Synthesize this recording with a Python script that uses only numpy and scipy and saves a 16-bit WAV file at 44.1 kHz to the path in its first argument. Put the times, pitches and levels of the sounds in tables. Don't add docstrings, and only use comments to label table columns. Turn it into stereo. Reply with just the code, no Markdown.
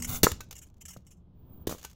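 import sys
import numpy as np
from scipy import signal
from scipy.fft import rfft, irfft
from scipy.io import wavfile
from scipy.ndimage import uniform_filter1d

SR = 44100
rng = np.random.default_rng(int(sys.argv[2]) if len(sys.argv) > 2 else 0)


def waveform_to_disk(signal):
    frames = np.transpose(np.atleast_2d(signal))
    scaled = np.clip(frames, -1, 1) * 32767
    samples = np.round(scaled).astype(np.int16)
    wavfile.write(sys.argv[1], SR, samples)


N = 85995
T = np.arange(N) / SR
AGE = T[:SR // 3]
HZ = np.fft.rfftfreq(4096, 1 / SR)


def amp(db):
    return 10 ** (np.asarray(db) / 20)


def unit(x):
    return x / np.sqrt(np.mean(x ** 2) + 1e-20)


def pan(db):
    return amp([[db / 2], [-db / 2]])


def read(points, hz):
    table_hz, value = np.transpose(points)
    return np.interp(np.log(hz + 1), np.log(table_hz), value)


def level(points):
    return amp(np.interp(T, *np.transpose(points)))


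def onset(rise_s):
    return np.minimum(AGE / rise_s, 1)


def add(mix, s, sound):
    at = round(s * SR)
    sound = sound[..., max(-at, 0):]
    part = mix[:, max(at, 0):][:, :sound.shape[-1]]
    part += sound[..., :part.shape[1]]


def minimum_phase(log_gain):
    mirrored = np.r_[log_gain, log_gain[-2:0:-1]]
    return np.exp(np.conj(signal.hilbert(mirrored)))


def colour(x, db):
    taps = np.fft.ifft(minimum_phase(np.log(amp(db)))).real[:len(HZ)]
    return signal.oaconvolve(x, taps[None] / np.linalg.norm(taps), axes=1)[:, :N]


def dull(x, hz):
    return signal.sosfilt(signal.butter(5, hz, fs=SR, output="sos"), x)


def lag(x, s):
    late = np.exp(-2j * np.pi * np.fft.rfftfreq(2 * N, 1 / SR) * s)
    right = irfft(rfft(x[1], 2 * N) * late)[:N]
    return np.array([x[0], right])


def pair(likeness, size):
    a, b = rng.standard_normal((2, size))
    return np.array([a, likeness * a + np.sqrt(1 - likeness ** 2) * b])


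LIKENESS = 0.33
GRIT_DB = 2


def grit(db, rise, hold, t60):
    wander = unit(uniform_filter1d(rng.standard_normal(len(AGE)), size=24))
    clumps = unit(amp(GRIT_DB * wander))
    fade_db = -60 * np.maximum(AGE - rise - hold, 0) / t60
    return pair(LIKENESS, len(AGE)) * clumps * onset(rise) * amp(db + fade_db)


RIPPLE_HZ = 149.66


def uneven_tone(x, ripple_db):
    hz = np.fft.rfftfreq(len(AGE), 1 / SR)
    heights = np.tanh(rng.standard_normal(len(HZ)))
    ripple = np.interp(hz / RIPPLE_HZ, np.arange(len(HZ)), heights)
    response = minimum_phase(np.log(unit(amp(ripple_db * ripple))))
    return np.fft.ifft(np.fft.fft(x) * response).real


def ring(modes, pitch=1):
    out = np.zeros(len(AGE))
    for hz, db, t60 in modes:
        out += amp(db - 60 * AGE / t60) * np.sin(2 * np.pi * hz * pitch * AGE)
    return out


BLOW_LAG_S = .00029
# (time [s], level [dB], hold [s], fade t60 [s])
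CRUSHES = [(0.2317, -8.5, 0.0036, 0.063), (0.2417, -13.5, .002, 0.033), (1.6699, -28.5, 0.006, .035),
           (1.692, -35.5, 0.0055, 0.16), (1.711, -40.5, 0.0083, 0.17)]
# (frequency [Hz], relative level [dB])
CRUSH_COLOUR = [(150, -15), (500, -1), (1400, 4), (2400, -0.5), (4000, 1.5), (6500, 6), (9000, -1),
                (12000, -2), (14800, 4.5), (16000, 2)]
# (time [s], level [dB], pitch [Hz], t60 [s], left-right difference [dB])
THUDS = [(0.234, -6, 412, 0.019, -4), (0.2321, -10, 215, 0.019, -3.5), (0.2423, -10, 121, 0.0089, -29.5),
         (0.2434, -9.5, 363, 0.0071, -7), (.320, -27.5, 79.5, 0.077, -1), (.526, -42, 55, 0.11, -1),
         (0.971, -34.5, 135, 0.031, 0), (1.6724, -12.5, 361.6, 0.015, -2), (1.68, -29, 90, 0.041, -7)]


def hammer(crack_s=0.00063, push_s=0.00077):
    crunch, thuds = np.zeros((2, 2, N))
    for s, db, hold, t60 in CRUSHES:
        add(crunch, s, uneven_tone(grit(db, crack_s, hold, t60), ripple_db=4.5))
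    for s, db, hz, t60, side_db in THUDS:
        add(thuds, s, pan(side_db) * onset(push_s) * ring([(hz, db, t60)]))
    return pan(db=-1.05) * colour(crunch, read(CRUSH_COLOUR, HZ)) + thuds


REBOUND_S, REBOUND_DB = .2677, -8.5
# (frequency [Hz], relative level [dB], t60 [s])
REBOUND_MODES = [(450, 1, 0.018), (1060, 0, 0.014), (1292, 3, 0.014), (1680, -4.5, .012)]


def rebound(edge_hz=2000, rise_s=0.00065):
    out = np.zeros((2, N))
    add(out, REBOUND_S, amp(REBOUND_DB) * onset(rise_s) * ring(REBOUND_MODES))
    return dull(out, edge_hz)


# (time [s], level [dB], t60 [s], ring relative to the clack [dB])
CLACKS = [(0.31, -45, .02, -15), (.3167, -25.5, 0.018, -9), (0.4054, -35.5, 0.042, -2),
          (0.442, -59, 0.037, -21), (0.5093, -40, 0.061, -10), (0.5264, -39, 0.027, -23),
          (0.9679, -49, 0.035, -18), (1.781, -47, 0.072, -32), (1.794, -48.5, 0.047, -11),
          (1.813, -52.5, 0.11, -18), (1.829, -43, 0.027, -14), (1.839, -44, 0.14, -13),
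          (1.8478, -33.5, 0.03, -4.5), (1.898, -54, 0.07, -18), (1.9127, -50.5, .018, -25),
          (1.93, -56, 0.024, -5)]
# (frequency [Hz], relative level [dB])
CLACK_COLOUR = [(150, -18), (500, 5.5), (1400, 6), (2200, 5.5), (4000, 5), (6500, 10.5), (9000, -1),
                (12500, 1.5), (15000, 5.5), (16000, -2)]
# (frequency [Hz], relative level [dB], t60 [s])
CAR_MODES = [(423.7, -2, 0.027), (932, 3, 0.015), (1190, -0.5, .03)]
# (time [s], level [dB])
PINGS = [(.406, -48), (1.848, -50)]
# (frequency [Hz], relative level [dB], t60 [s])
AXLE_MODES = [(1518, 0, .115), (2630, -4, .08), (3844, -12, .08)]


def car(contact_s=0.00069):
    clacks, rings = np.zeros((2, 2, N))
    for s, db, t60, ring_db in CLACKS:
        add(clacks, s, grit(db, contact_s, 0.00086, t60))
        add(rings, s, amp(db + ring_db) * ring(CAR_MODES) / 2)
    for s, db in PINGS:
        add(rings, s, amp(db) * ring(AXLE_MODES))
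    clacks = pan(db=-1.5) * colour(clacks, read(CLACK_COLOUR, HZ))
    return lag(clacks, BLOW_LAG_S) + pan(db=3.5) * rings


CRUMBS_PER_S, CRUMB_SPREAD_DB, CRUMB_T60_S = 57, 2.5, .014
# (time [s], level [dB])
CRUMB_LEVEL = [(.25, -68), (.36, -58), (.6, -55.5), (.8, -71), (1.05, -70.5), (1.3, -105), (1.66, -105),
               (1.69, -50), (1.95, -68.5)]


def crumbs():
    landed = rng.random(N) < CRUMBS_PER_S / SR
    sizes = amp(CRUMB_SPREAD_DB * rng.standard_normal(N))
    falls = landed * sizes * level(CRUMB_LEVEL)
    fades = signal.oaconvolve(falls, amp(-60 * AGE / CRUMB_T60_S))[:N]
    return colour(fades * pair(LIKENESS, N), read(CLACK_COLOUR, HZ))


# (time [s], level [dB], rise [s], hold [s], t60 [s])
CHATTERS = [(-.004, -40.5, 0.0045, 0.005, 0.059), (0.0211, -26.5, 0.0018, 0.0012, .022),
            (.031, -36.5, 0.0016, .004, 0.12), (0.045, -29, .001, 0.0025, 0.052),
            (0.143, -35, .008, 0.014, .025), (0.256, -34.5, 0.0018, 0.03, 0.18),
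            (0.5542, -43, 0.00066, 0.0012, 0.036), (0.563, -43.5, 0.0025, 0.0016, 0.044),
            (0.577, -47, .003, 0.0074, 0.028), (.586, -44, 0.0025, 0.0018, 0.024),
            (0.613, -49, 0.0059, 0.018, 0.033), (0.664, -60, 0.0031, 0.0054, 0.043),
            (0.807, -45, 0.0055, 0.0085, 0.036), (0.853, -40, 0.0012, 0.0049, 0.047),
            (0.88, -39, 0.0039, 0.0047, 0.086), (0.901, -44.5, 0.0048, 0.0052, 0.13),
            (0.932, -44, .003, .003, 0.053), (1.066, -53, .001, .004, 0.075),
            (1.105, -55.5, 0.0021, .006, .04), (1.11, -55, 0.0039, 0.0063, 0.075),
            (1.164, -76, 0.0042, 0.0069, 0.095), (1.711, -38.5, 0.0044, 0.0055, 0.043)]
# (frequency [Hz], relative level [dB])
PANEL_COLOUR = [(200, -22.5), (1000, -11), (1800, -8), (2900, -5.5), (4200, -14.5), (5400, -4.5), (7000, 5),
                (8200, 0), (9000, -11), (10500, -8.5), (12700, -4), (15000, -8), (16000, -6.5)]
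# (frequency [Hz], width [Hz], lift [dB])
PANEL_MODES = [(2130, 130, 6), (2900, 170, 7.5), (3130, 98, 4.5), (5490, 220, 10.5), (6180, 130, 9),
               (6700, 63, 6.5), (7060, 97, 5), (7510, 63, 3.5), (8070, 100, 4.5), (10070, 130, 11),
               (11100, 130, 5.5), (14500, 130, 7)]


def panel():
    slips = np.zeros((2, N))
    for s, db, rise, hold, t60 in CHATTERS:
        add(slips, s, uneven_tone(grit(db, rise, hold, t60), ripple_db=8.5))
    lift = sum(db / (1 + (2 * (HZ - hz) / width) ** 2) for hz, width, db in PANEL_MODES)
    return pan(db=-1.0) * colour(slips, read(PANEL_COLOUR, HZ) + lift)


SCUFF_S, SCUFF_DB = .066, -30.5
SCUFF_RISE_S, SCUFF_HOLD_S, SCUFF_T60_S = 0.029, 0.07, 0.12
# (frequency [Hz], relative level [dB])
SOLE_COLOUR = [(100, 14.5), (300, 0.5), (900, -2.5), (1800, -5.5), (2500, -7), (4300, -2.5), (5100, -7),
               (7200, -2), (9000, -11.5), (11000, 0), (12500, -6), (14800, 3), (16000, 1.5)]


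def scuff(catch_db=1):
    sand = np.zeros((2, N))
    catches = amp(catch_db * unit(uniform_filter1d(rng.standard_normal(len(AGE)), size=130)))
    drag = uneven_tone(grit(SCUFF_DB, SCUFF_RISE_S, SCUFF_HOLD_S, SCUFF_T60_S), ripple_db=9)
    add(sand, SCUFF_S, catches * drag)
    return pan(db=4.0) * colour(sand, read(SOLE_COLOUR, HZ))


# (frequency [Hz], relative level [dB])
YARD_COLOUR = [(100, -4.5), (380, 4.5), (800, -1), (1500, -1.5), (3000, 4), (7000, -1), (15000, 2)]
# (frequency [Hz], t60 [s])
YARD_T60 = [(100, 0.33), (500, 0.17), (1500, 0.21), (4000, 0.28), (8000, 0.21), (16000, 0.083)]
YARD_DELAY_S = 0.0063


def yard(x):
    hz, t, noise = signal.stft(rng.standard_normal((2, SR // 2)), SR, nperseg=256)
    decay_db = read(YARD_COLOUR, hz)[:, None] - 60 * t / read(YARD_T60, hz)[:, None]
    tail = signal.istft(noise * amp(decay_db), SR)[1]
    wet = np.zeros((2, N))
    add(wet, YARD_DELAY_S, signal.fftconvolve(x, tail / np.linalg.norm(tail[0]), axes=1))
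    return wet


# (time [s], level [dB], pitch [Hz])
KNOCKS = [(0.9637, -34.5, 537), (1.6934, -22.5, 420), (1.7, -30, 503), (1.7113, -25, 540),
          (1.7245, -22.5, 490), (1.7377, -36, 530), (1.748, -30.5, 430)]
# (pitch ratio, relative level [dB], t60 [s])
KNOCK_MODES = [(.55, -3, .014), (1, 0, .011), (2.3, -3, .009)]


def knocks(rise_s=0.00078, edge_hz=1800, yard_db=-14):
    out = np.zeros((2, N))
    for s, db, hz in KNOCKS:
        add(out, s, amp(db) * onset(rise_s) * ring(KNOCK_MODES, hz))
    out = dull(out, edge_hz)
    return out + amp(yard_db) * yard(out)


# (frequency [Hz], relative level [dB])
RUMBLE_COLOUR = [(20, 0.5), (45, -1.5), (85, 1.5), (130, -2), (190, -5), (280, -13), (500, -22.5),
                 (1000, -30), (2000, -47.5), (3300, -43.5), (8000, -65.5), (16000, -61.5)]
# (time [s], level [dB])
RUMBLE_LEVEL = [(0, -40), (.17, -44), (.35, -44.5), (.45, -51), (.53, -54), (.75, -56.5), (.92, -57),
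                (1.28, -57), (1.5, -49.5), (1.65, -49), (1.8, -55.5), (1.95, -58)]


def rumble():
    return pan(db=1.0) * level(RUMBLE_LEVEL) * colour(pair(0.79, N), read(RUMBLE_COLOUR, HZ))


# (frequency [Hz], relative level [dB])
CLOTH_COLOUR = [(100, 8), (300, 11.5), (700, -5), (1300, -11), (2200, -37.5), (3300, -48), (6000, -46),
                (16000, -54.5)]
# (time [s], level [dB])
CLOTH_LEVEL = [(1.2, -76), (1.4, -69.5), (1.53, -59), (1.66, -59.5), (1.72, -93)]


def cloth():
    return level(CLOTH_LEVEL) * colour(pair(.8, N), read(CLOTH_COLOUR, HZ))


WHISTLE_HZ, WHISTLE_WIDTH_HZ = 15110, 220
# (time [s], level [dB])
WHISTLE_LEVEL = [(1.3, -115), (1.4, -70), (1.44, -78), (1.53, -60), (1.635, -65.5), (1.67, -115)]


def whistle():
    narrow_db = -30 * np.log10(1 + ((HZ - WHISTLE_HZ) / WHISTLE_WIDTH_HZ * 2) ** 2 / 2)
    return level(WHISTLE_LEVEL) * colour(pair(.7, N), np.maximum(narrow_db, -80))


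DRONE_DRIFT_HZ, DRONE_FADE_S = 4.5, .05
# (start [s], end [s], pitch [Hz], level [dB])
DRONES = [(-.1, .23, 245, -43), (0.848, 1.66, 181, -58.5), (-0.0097, 2.03, 73, -57.5)]


def slow_noise():
    smooth = uniform_filter1d(rng.standard_normal(N), size=3000)
    return unit(uniform_filter1d(smooth, size=2000))


def drones(waver=.4):
    out = np.zeros(N)
    for start, end, hz, db in DRONES:
        pitch = hz + DRONE_DRIFT_HZ * slow_noise()
        swell = 1 + waver * slow_noise()
        gate = np.clip(np.minimum(T - start, end - T) / DRONE_FADE_S, 0, 1)
        out += amp(db) * gate * swell * np.sin(2 * np.pi * np.cumsum(pitch) / SR)
    return out


FEET_LAG_S = .0001


def scene():
    blows = lag(hammer() + crumbs(), BLOW_LAG_S) + car()
    feet = lag(panel() + scuff(), FEET_LAG_S)
    knock = rebound()
    tail = yard(amp(-17) * blows + amp(-21.5) * feet + amp(-16.5) * knock)
    background = rumble() + cloth() + whistle() + drones()
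    return blows + feet + knock + knocks() + tail + background


CEILING = 1
CUTOFF_HZ = 16000


def record(dry):
    held = CEILING * np.tanh(dry / CEILING)
    band = signal.firwin(201, CUTOFF_HZ, window=("kaiser", 8), fs=SR)
    return signal.oaconvolve(held, band[None], "same")


dry = scene()
out = record(dry)
waveform_to_disk(out)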